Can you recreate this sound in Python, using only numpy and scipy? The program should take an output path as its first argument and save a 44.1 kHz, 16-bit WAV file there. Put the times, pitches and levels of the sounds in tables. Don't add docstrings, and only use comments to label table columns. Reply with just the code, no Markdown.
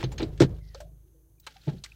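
import sys
import numpy as np
from scipy import signal
from scipy.fft import rfft, irfft
from scipy.io import wavfile

SR = 44100
rng = np.random.default_rng(int(sys.argv[2]) if len(sys.argv) > 2 else 0)


def pcm_store(signal):
    levels = np.round(np.clip(np.atleast_2d(signal), -1, 1) * 32767)
    wavfile.write(sys.argv[1], SR, levels.astype(np.int16).T)


N = 85995
TIME = np.arange(N) / SR
BAND_LIMIT_HZ = 15900


def amp(db):
    return 10 ** (np.asarray(db) / 20)


def unit(x):
    return x / np.sqrt(np.mean(x ** 2) + 1e-20)


def curve(points):
    return np.interp(TIME, *np.transpose(points))


def eq_gain(points, hz):
    corner_hz, db = np.transpose(points)
    return amp(np.interp(np.log(hz + 1), np.log(corner_hz), db))


def add(mix, start_s, sound):
    part = mix[max(round(start_s * SR), 0):][:len(sound)]
    part += sound[:len(part)]


def noise(eq, grain_db=0):
    grains = rng.standard_normal(N) * amp(grain_db * np.minimum(rng.exponential(1, N), 5))
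    return unit(irfft(rfft(grains) * eq_gain(eq, np.fft.rfftfreq(N, 1 / SR)), N))


def narrow(hz, width_hz, size=N):
    band = np.exp(-.5 * ((np.fft.fftfreq(size, 1 / SR) - hz) / width_hz) ** 2)
    return np.fft.ifft(band * np.exp(2j * np.pi * rng.random(size)))


def pulse(eq, size=4096):
    log_gain = np.log(eq_gain(eq, abs(np.fft.fftfreq(size, 1 / SR))))
    spectrum = np.exp(np.conj(signal.hilbert(log_gain)))
    return np.fft.ifft(spectrum).real[:size // 2]


def ring(modes, pitch_ratio=1, rise_s=1e-4, decay_ratio=1):
    t = TIME[:SR // 2]
    swell = np.sin(np.pi / 2 * np.minimum(t / rise_s, 1)) ** 2
    out = np.zeros(len(t))
    for hz, db, t60 in modes:
        decay = amp(-60 * np.maximum(t - rise_s, 0) / (t60 * decay_ratio))
        out += amp(db) * decay * np.sin(2 * np.pi * hz * pitch_ratio * t)
    return swell * out


def passing_car():
    # time_s, rate_hz
    firing = [(0, 25.34), (.6, 25.61), (1.1, 26.84), (1.95, 26.75)]
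    # time_s, level_db
    drone = [(0, -46), (.12, -40.5), (.52, -39.5), (.65, -43.5), (.75, -47), (.88, -45), (1.0, -51.5),
             (1.12, -55), (1.68, -57.5), (1.78, -51), (1.95, -52)]
    # multiple, offset_db, follow_db_per_db
    orders = [(2, 0.5, 1.31), (3, -8, 1.6), (4, -7.5, 1.65), (5, -14.5, 1.2), (6, -6, 2)]
    # time_s, level_db
    road_fader = [(0, -41.5), (.28, -36.5), (.37, -46), (.52, -35), (.64, -59), (.9, -57), (1.05, -65.5),
                  (1.35, -65), (1.68, -65), (1.72, -40.5), (1.83, -61), (1.95, -75)]
    # frequency_hz, gain_db
    road_eq = [(20, -5.5), (50, 9.5), (140, 6.5), (220, -10), (350, -5), (550, -13), (900, -25.5),
               (2000, -38.5), (6000, -64.5)]
    # time_s, level_db
    hum_fader = [(.8, -82.5), (1.12, -69.5), (1.3, -75), (1.5, -87)]
    pivot_db = -38
    cycles = np.cumsum(curve(firing)) / SR
    fade_db = curve(drone) - pivot_db
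    engine = sum(amp(pivot_db + db + follow * fade_db) * unit(np.sin(2 * np.pi * multiple * cycles))
                 for multiple, db, follow in orders)
    hum = amp(curve(hum_fader)) * unit(narrow(hz=327, width_hz=5.1).real)
    rumble = amp(curve(road_fader)) * noise(road_eq)
    return engine + rumble + hum


def handling():
    # time_s, level_db
    rustle_fader = [(0, -50.5), (.09, -67), (.28, -67), (.56, -69.5), (.63, -79), (.78, -63.5),
                    (.92, -87.5), (1.39, -92.5), (1.46, -68.5), (1.51, -61.5), (1.59, -65.5),
                    (1.668, -60.5), (1.69, -56.5), (1.72, -61.5), (1.81, -71.5), (1.89, -60), (1.95, -69.5)]
    # frequency_hz, gain_db
    rustle_eq = [(100, 3), (820, -5.5), (1080, -11), (1400, -0.5), (2200, -3), (3400, 1), (5200, -3.5),
                 (7500, -10), (11000, -25), (16000, -20.5)]
    flutter_db = 2.5 * unit(narrow(hz=0, width_hz=45).real)
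    return amp(curve(rustle_fader) + flutter_db) * noise(rustle_eq, grain_db=2)


def hiss():
    # frequency_hz, gain_db
    hiss_eq = [(100, 4.5), (1000, -3.5), (2500, -12.5), (5400, -11.5), (6300, 4), (7200, -6), (10000, 0.5),
               (13500, 2), (16000, -2.5)]
    return amp(-73.5) * noise(hiss_eq)


def blows():
    # start_s, boom_db, panel_db, pitch_ratio, rise_s, decay_ratio
    hits = [(0.001608, -62, -34.5, 0.99, 0.0029, 1.75), (0.0335, -13, -25, 1.003, 0.00934, 0.81),
            (0.1966, -29, -24, 0.993, 0.012, 0.41), (0.2202, -30, -18, 0.934, 0.00655, 1.2),
            (0.4052, -93, -2, 1, 0.0035, 1.06), (0.4157, -3, -10.5, 1.03, 0.0019, 0.702),
            (0.4324, -27, -16, 0.96, 0.0015, 0.43), (0.4444, -13, -17, 0.97, 0.007, 0.13),
            (0.5126, -18.9, -54, 0.62, 0.0073, 0.2), (1.6633, -43, -31, 0.92, 0.017, 1.4),
            (1.6701, -10.0, -32, 1.14, 0.015, 0.33), (1.719, -23, -56, 1.04, 0.01, 0.89),
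            (1.7383, -26, -40.5, 1.1, 0.0023, 0.92)]
    # pitch_hz, level_db, t60_s
    cabin_modes = [(129.36, -4.5, 0.194), (161.4, -14, 0.18), (184, -22, 0.28)]
    # pitch_hz, level_db, t60_s
    panel_modes = [(218.7, -10, 0.075), (293.7, -14, 0.133), (331.6, -8.5, 0.056), (342.3, -4.5, 0.098),
                   (403.6, -9.5, 0.0897), (482.7, -12.5, 0.085)]
    out = np.zeros(N)
    for start_s, boom_db, panel_db, *contact in hits:
        boom = amp(boom_db) * ring(cabin_modes, *contact)
        knock = amp(panel_db) * ring(panel_modes, *contact)
        add(out, start_s, boom + knock)
    low_cut_hz = 110
    return signal.sosfilt(signal.butter(2, low_cut_hz, "high", fs=SR, output="sos"), out)


def clicks():
    # start_s, level_db in each of the five bands, t60_s, rise_s
    contacts = [ (.002, -12, -5.5, -13, -57, -40, 0.22, 0.0016),
                (0.0282, 5.5, -1, -12, -22, -46, 0.036, 0.0012),
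                (.0391, -3.5, -8.5, 0, -38, -32.5, 0.058, 0.00025),
                (0.1163, -3, -14.5, -16.5, -24.5, -29.5, 0.096, 0.0037),
                (0.179, -28, -7.5, -3.5, -24.5, -33.5, 0.12, 0.0036),
                (.195, 6.5, -31, -7, -48, -47, 0.024, 0.0023),
                (0.2024, 2, -2.5, -4, -53, -36, 0.15, 0.0017),
                (.217, 9.5, -32, -24, -20.5, -36, 0.15, 0.0019),
                (.2275, 4, -15.5, -3, -29.5, -55, 0.049, 0.0017),
                (0.375, -52, -20.5, -23, -31.5, -51, .05, 0.0022),
                (.398, -29, -20, -17.5, -31, -44, 0.019, 0.0037),
                (.4024, 5, 4.5, 4.5, -3, -25, 0.083, 0.00017),
                (.408, -8.5, 10, -18, -12, -50, 0.1, 0.00067),
                (.417, 13, 5.5, 3.5, -8.5, -20.5, 0.048, 0.00047),
                (0.4226, 10, -2.5, 0.5, -15, -38, 0.077, 0.00086),
                (.4338, 7.5, -6, -4, -21.5, -29.5, 0.062, 0.00028),
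                (.493, -19, -25, -40, -41, -48, .02, 0.0014),
                (0.5849, -28, -29, -40, -47, -64, 0.032, 0.001),
                (0.7456, -7, -11.5, -41, -24.5, -42, 0.023, .003),
                (.802, -4.5, -18.5, -18.5, -21, -31, 0.074, 0.0025),
                (1.3983, -59, -60.5, -32, -28, -48, 0.038, 0.00098),
                (1.4657, -11.5, -12, -15.5, -14, -30.5, 0.056, 0.00064),
                (1.470, -10, -5.5, -9, -42, -31, .048, .0004),
                (1.566, -35, -25.5, -18.5, -43.5, -48, .028, 0.0011),
                (1.677, -26, -16, -16.5, -52, -60, 0.087, .004),
                (1.688, -3.5, -15.5, -21.5, -43.5, -43.5, 0.088, 0.0021),
                (1.838, -17.5, -21.5, -6.5, -12, -33, .055, 0.00034),
                (1.844, -25, -14, -12.5, -19, -35, .06, 0.00063),
                (1.861, -43, -14, -25, -33, -37.5, .036, 0.00065)]
    bands = [600, 1500, 4200, 8200, 10300]
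    # pitch_hz, level_db, t60_s
    trim_modes = [(847.3, -32.5, 0.05), (1330, -37, 0.067), (1490, -41.5, 0.025), (1612, -38.5, 0.1),
                  (1790, -41, 0.081), (2283, -37, .08), (3530, -41, 0.064), (4126, -38, 0.054),
                  (5237, -41, 0.043), (5920, -38, .05)]
    wavefront_gain, scatter_db = 0.033, 3.5
    bass_hz, bass_offset_db, top_offset_db = 194.6, -17, -1
    out, t = np.zeros(N), TIME[:SR // 2]
    for start_s, *band_db, t60, rise_s in contacts:
        envelope = np.minimum((t + 1 / SR) / rise_s, 1) * amp(-60 * t / t60)
        polarity = rng.choice([-1, 1], len(t))
        spray = polarity * amp(scatter_db * rng.standard_normal(len(t))) * envelope
        hit = spray / np.linalg.norm(spray) + .5 * ring(trim_modes, rise_s=rise_s)
        hit[round(rise_s * SR)] += wavefront_gain
        eq = [(bass_hz, band_db[0] + bass_offset_db), *zip(bands, band_db),
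              (BAND_LIMIT_HZ, band_db[-1] + top_offset_db)]
        add(out, start_s, signal.fftconvolve(hit, pulse(eq)))
    return out


def pings():
    # start_s, pitch_hz, level_db, t60_s, waver_hz
    parts = [(.039, 6370, -43.5, 0.046, 110), (0.122, 7140, -46, 0.043, 83), (.182, 6520, -37, 0.016, 74),
             (0.228, 4640, -42, 0.059, 328), (.749, 515, -40, 0.13, 45.3), (.7445, 4790, -41.5, 0.042, 756),
             (.803, 612, -39.5, .15, 22.1), (.804, 678, -47.5, 0.25, 40.1), (.804, 1704, -48, .04, 110),
             (1.06, 377, -61, .19, 27.9), (1.145, 467, -64, 0.26, 25.4), (1.398, 15330, -51, 0.053, 498),
             (1.381, 2490, -72.5, 0.03, 60), (1.429, 4000, -65, 0.063, 69.1), (1.468, 533, -56, 0.095, 25),
             (1.468, 840, -46, 0.093, 35), (1.466, 4000, -40, .032, 90.1), (1.560, 796, -48, .07, 31.3),
             (1.613, 3873, -56, .055, 296), (1.673, 610, -39, 0.12, 40), (1.673, 815, -43, 0.17, 35.5),
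             (1.781, 4210, -56, 0.038, 297), (1.859, 2030, -42, 0.014, 70),
             (1.9182, 2610, -41, 0.0088, 149.6)]
    rise_s = 0.0032
    out, t = np.zeros(N), TIME[:SR // 2]
    for start_s, hz, db, t60, waver_hz in parts:
        envelope = np.minimum(t / rise_s, 1) * amp(-60 * np.maximum(t - rise_s, 0) / t60)
        pitch_hz = hz + waver_hz * unit(narrow(0, waver_hz, len(t)).real)
        add(out, start_s, amp(db) * envelope * np.sin(2 * np.pi * np.cumsum(pitch_hz) / SR))
    return out


def slide():
    # time_s, level_db
    squeak_fader = [(.595, -85), (.62, -74), (.69, -74), (.735, -71), (.76, -100)]
    # peak_s, level_db, half_width_s
    slips = [(0.648, -71.5, 0.016), (0.677, -67, 0.0025), (.690, -62, 0.0045), (.709, -69, 0.0037)]
    start_s, sag_hz_per_s = squeak_fader[0][0], 1900
    sag_cycles = sag_hz_per_s * np.cumsum(TIME - start_s) / SR
    squeak = unit((narrow(hz=2150, width_hz=110) * np.exp(-2j * np.pi * sag_cycles)).real)
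    bursts = sum(amp(db) * np.exp(-.5 * ((TIME - peak_s) / half_width_s) ** 2)
                 for peak_s, db, half_width_s in slips)
    scuff = unit(narrow(hz=4740, width_hz=810).real)
    return amp(curve(squeak_fader)) * squeak + bursts * scuff


def scene():
    impacts = clicks() + blows() + pings()
    return (impacts + passing_car() + handling() + slide() + hiss())[None]


def record(dry):
    low_pass = signal.firwin(511, BAND_LIMIT_HZ, window=("kaiser", 9), fs=SR)
    return signal.oaconvolve(dry, low_pass[None], "same")


dry = scene()
out = record(dry)
pcm_store(out)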